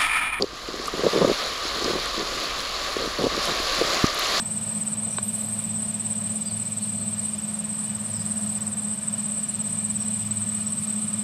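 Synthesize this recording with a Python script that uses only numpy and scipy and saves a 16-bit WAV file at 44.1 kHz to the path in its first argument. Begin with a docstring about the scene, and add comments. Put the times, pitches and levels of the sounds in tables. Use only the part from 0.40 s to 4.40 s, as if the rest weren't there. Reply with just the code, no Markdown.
"""Surf washes among shore rocks: a swelling hiss of foam, with ringing bubbles, ticking spray and a
hollow resonance. It is heard through a small hand-held camera, where wind eddies beat on the
microphone port as flutter and single buffets over a low rumble. The camera body gives a few small
clicks and knocks, and near the end one hard puff of air thumps the microphone."""
import sys
import numpy as np
from scipy import signal
from scipy.fft import rfft, irfft
from scipy.io import wavfile
from scipy.ndimage import uniform_filter1d

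SR = 44100
rng = np.random.default_rng(int(sys.argv[2]) if len(sys.argv) > 2 else 0)


def int16_out(signal):
    """Quantize to a 16-bit WAV file."""
    q = np.round(np.clip(np.atleast_2d(signal).T, -1, 1) * 32767)
    wavfile.write(sys.argv[1], SR, q.astype(np.int16))


N = 176400

# surge of the water (t/s, level/dB)
SURGE = [(0.05, -40.5), (.33, -38), (.6, -32), (.8, -30.5), (.99, -30.5), (1.25, -32.5), (1.46, -30.3),
         (1.9, -31.5), (2.3, -31.5), (2.62, -31), (2.77, -32), (2.88, -30.5), (3.15, -27.5), (3.23, -29),
         (3.58, -26), (3.73, -30.5), (3.83, -27), (4, -25.5)]
# filter that colours the surf (f/Hz, gain/dB)
SURF_COLOUR = [(60, -38), (150, -14), (280, -8.5), (430, -4.5), (600, -0.5), (760, -4.5), (900, -12),
               (1030, -3), (1200, -6), (1380, -5), (1800, -5.5), (2600, -8.5), (3400, -6), (4300, -3),
               (5600, -12), (6200, -15), (7000, -14.5), (7800, -23.5), (8700, -32), (9700, -25),
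               (10800, -25.5), (13000, -34), (15500, -40)]
# gusts at the microphone (start t/s, duration/s, level/dB)
GUSTS = [(0.001, 0.0297, -23.5), (.28, 0.22, -40.5), (.53, .1, -33.5), (0.635, .052, -22.5),
         (0.731, 0.061, -21.5), (0.79, .03, -23), (0.812, 0.044, -18), (0.864, 0.065, -22.5),
         (1.353, 0.22, -37.5), (1.441, 0.15, -29), (1.776, 0.058, -30.5), (1.837, 0.24, -39.5),
         (2.583, 0.1, -31.5), (2.788, 0.038, -26), (2.816, 0.065, -24), (2.917, 0.08, -33.5),
         (3.077, .05, -30.5), (3.385, .2, -35)]
# spectrum of the flutter in the port (f/Hz, relative level/dB)
FLUTTER_COLOUR = [(30, -40), (80, -22.5), (160, -8), (270, -4.5), (380, -1.5), (500, -2), (650, -10.5),
                  (820, -20), (1130, -13.5), (1500, -35.5), (3000, -63), (12000, -92)]
# envelope of the wind rumble (t/s, level/dB)
RUMBLE_LEVEL = [(0, -47), (.4, -49), (.8, -46.5), (1.6, -43), (2.4, -45.5), (3.0, -41), (3.4, -41.5),
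                (4, -48)]
# spectrum of the wind rumble (f/Hz, relative level/dB)
RUMBLE_COLOUR = [(10, -19), (24, -7), (35, -7), (50, -6.5), (75, -17.5), (150, -21.5), (400, -56),
                 (3000, -87)]
# sharp clicks of the camera body (t/s, peak level/dB, f/Hz)
CLICKS = [(0.0225, -7, 4730), (0.458, -21, 6800), (.4725, -28, 8150), (0.4773, -26, 9600),
          (1.444, -12.5, 4680), (1.658, -23, 7000), (2.205, -21, 5400), (3.054, -22.5, 10200),
          (3.666, -16, 5650), (3.7452, -23.5, 10500), (3.793, -20, 11900)]
# single strong eddies (t/s, envelope peak level/dB)
BUFFETS = [(0.031, -15), (0.041, -14), (0.131, -32), (.286, -22.5), (.341, -22.5), (.397, -22.5),
           (.537, -20), (0.593, -15), (.635, -10), (0.6654, -5.5), (.76, -14), (.811, -10.5), (.826, -8),
           (0.8461, -3.5), (0.897, -8.5), (1.252, -23.5), (1.421, -21), (1.48, -15.5), (1.499, -17),
           (1.56, -20), (1.798, -18.5), (2.566, -14.5), (2.675, -20.5), (2.84, -11.5), (2.867, -9.5),
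           (2.977, -15), (3.2, -20), (3.413, -9.5), (3.419, -12)]
# light knocks on the camera body (t/s, envelope peak level/dB)
KNOCKS = [(0.48, -17.5), (3.643, -19.5)]


def undb(db):
    """Amplitude ratio of a level in decibels."""
    return 10 ** (np.asarray(db) / 20)


def unit(x):
    """Normalisation to rms 1."""
    return x / np.sqrt(np.mean(x ** 2) + 1e-20)


def curve(rows):
    """Linear interpolation of (t/s, value) rows at every sample."""
    return np.interp(np.arange(N) / SR, *np.array(rows).T)


def colour(x, points):
    """Minimum-phase filtering with a (f/Hz, gain/dB) response."""
    hz, db = np.array(points).T
    f = np.maximum(np.arange(N // 2 + 1) * SR / N, 1)
    gain = undb(np.interp(np.log(f), np.log(hz), db))
    cepstrum = irfft(np.log(gain), N)
    cepstrum[1:N // 2] *= 2  # folding onto positive time makes the filter causal
    cepstrum[N // 2 + 1:] = 0
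    return irfft(rfft(x) * np.exp(rfft(cepstrum)), N)


def fluctuation(rate_hz):
    """Low-pass noise of rms 1: random steps, smoothed twice."""
    hold = int(SR / rate_hz)
    steps = rng.standard_normal(1024)[np.arange(N) // hold]
    return unit(uniform_filter1d(uniform_filter1d(steps, hold), hold))


def add(out, start, sound):
    """Superposition of a sound from a start time in seconds."""
    i = int(np.clip(start * SR, 0, N - 1))
    out[i:i + len(sound)] += sound[:N - i]


def impacts(per_s, spread_db):
    """A Poisson train of impulses, many weak and a few strong."""
    size = undb(spread_db * np.minimum(rng.exponential(size=N), 6))
    return (rng.random(N) < per_s / SR) * size * rng.choice([-1, 1], N)


def ring(hz, rise_s):
    """Damped resonance, softly struck: the envelope swells to 1 at rise_s, then dies."""
    t = np.arange(SR // 20) / SR
    envelope = (t / rise_s) ** 2 * np.exp(2 - 2 * t / rise_s)
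    return envelope * np.sin(2 * np.pi * hz * t)


def spray(cutoff_hz=6840):
    """Shot noise: the brief impacts of spray tick in the treble."""
    highpass = signal.butter(2, cutoff_hz, "high", fs=SR, output="sos")
    return signal.sosfilt(highpass, impacts(per_s=1000, spread_db=3))


def wash(flicker_db=1.32):
    """Incoherent addition blurs distant foam into noise; each half-octave band flickers on its own."""
    spectrum, out = rfft(rng.standard_normal(N)), 0
    f = np.maximum(np.arange(len(spectrum)) * SR / N, 1)
    half_octaves = 2 * np.log2(f / 60)
    for k in range(17):
        band = irfft(spectrum * np.maximum(1 - abs(half_octaves - k), 0), N)
        out += band * undb(flicker_db * fluctuation(rate_hz=26.05))
    return unit(out)


def bubbles(per_s=3000, quality=14.7, rise=.15, spread_db=2.5):
    """Each nearer bubble is a damped oscillator whose pitch rises as it rings."""
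    out = np.zeros(N)
    draws = rng.random((20000, 3))
    for when, smallness, chance in draws[:int(per_s * N / SR)]:
        hz = 450 + 12000 * smallness ** 2
        life_s = quality / hz
        age = np.arange(int(2 * life_s * SR)) / (life_s * SR)  # in lifetimes
        gain = undb(-spread_db * np.log(max(chance, .005))) * hz * np.sqrt(smallness + .1)
        phase = 2 * np.pi * quality * age * (1 + rise * age / 2)
        add(out, when * N / SR, gain * np.exp(-np.pi * age) * np.sin(phase))
    return unit(out)


def surf(spray_db=-10.5, wash_db=0.16, bubble_db=-3.5, slosh_db=0.77):
    """Common amplitude modulation: spray, wash and bubbles swell together with the surge."""
    layers = [(spray(), spray_db), (wash(), wash_db), (bubbles(), bubble_db)]
    water = sum(undb(db) * unit(colour(x, SURF_COLOUR)) for x, db in layers)
    return water * undb(curve(SURGE) + slosh_db * fluctuation(rate_hz=20))


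def hollow(hz=1161, stage_width_hz=193, mean_db=-37, follow=0.91):
    """A hollow resonance selects one band of the water's noise, which swells less than the surge."""
    b, a = signal.iirpeak(hz, hz / stage_width_hz, fs=SR)
    band = signal.lfilter(b, a, signal.lfilter(b, a, rng.standard_normal(N)))
    surge_db = curve(SURGE)
    return unit(band) * undb(mean_db + follow * (surge_db - surge_db.mean()))


def flutter(breeze_db=-48.5, edge_s=0.0069):
    """Turbulent pressure: eddies beat on the microphone port, hard in gusts and faintly between."""
    t = np.arange(N) / SR
    force = undb(breeze_db)
    for start, length, db in GUSTS:
        inside_s = np.minimum(t - start, start + length - t)
        gate = np.clip(inside_s / edge_s + .5, 0, 1)
        force = np.maximum(force, undb(db) * gate)
    eddies = colour(impacts(per_s=600, spread_db=2.5), FLUTTER_COLOUR)
    running_rms = np.sqrt(uniform_filter1d(eddies ** 2, size=1800) + 1e-12)
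    return force * eddies / running_rms


def rumble():
    """Wind turbulence carries most of its energy at low frequencies."""
    return undb(curve(RUMBLE_LEVEL)) * unit(colour(rng.standard_normal(N), RUMBLE_COLOUR))


def clicks(decay_s=.0012, bandwidth_ratio=0.28):
    """Transient excitation: short noise bursts drive bright resonances of the camera body."""
    out, t = np.zeros(N), np.arange(SR // 50) / SR
    for start, db, hz in CLICKS:
        burst = rng.standard_normal(len(t)) * np.exp(-t / decay_s)
        b, a = signal.iirpeak(hz, 1 / bandwidth_ratio, fs=SR)
        click = signal.lfilter(b, a, signal.lfilter(b, a, burst))
        add(out, start, undb(db) * click / abs(click).max())
    return out


def buffets(port_hz=424, reference_db=-11.5, hz_per_db=6.5):
    """Single eddies excite the resonance of the port; stronger ones ring higher."""
    out = np.zeros(N)
    for start, db in BUFFETS:
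        hz = port_hz + hz_per_db * (db - reference_db)
        add(out, start, undb(db) * ring(hz, rise_s=.0021))
    return out


def knocks():
    """Light knocks set one damped mode of the camera body into free vibration."""
    out = np.zeros(N)
    for start, db in KNOCKS:
        add(out, start, undb(db) * ring(hz=1197, rise_s=0.0028))
    return out


def thump(start_s=3.642, period_s=0.0037, decay_s=0.0029, gain_db=-1):
    """A hard puff is one damped pressure cycle: a push of air, then a weaker pull."""
    out, t = np.zeros(N), np.arange(int(period_s * SR)) / SR
    pulse = np.sin(2 * np.pi * t / period_s) * np.exp(-t / decay_s)
    add(out, start_s, undb(gain_db) * pulse)
    return out


def scene():
    """Superposition of water, wind and camera sounds in one channel."""
    return (surf() + hollow() + flutter() + rumble() + clicks() + buffets() + knocks() + thump())[None]


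def record(dry):
    """Band limiting: the camera cuts the treble steeply above 15750 Hz."""
    return signal.sosfilt(signal.ellip(10, .2, 80, 15750, fs=SR, output="sos"), dry)


dry = scene()
out = record(dry)
int16_out(out)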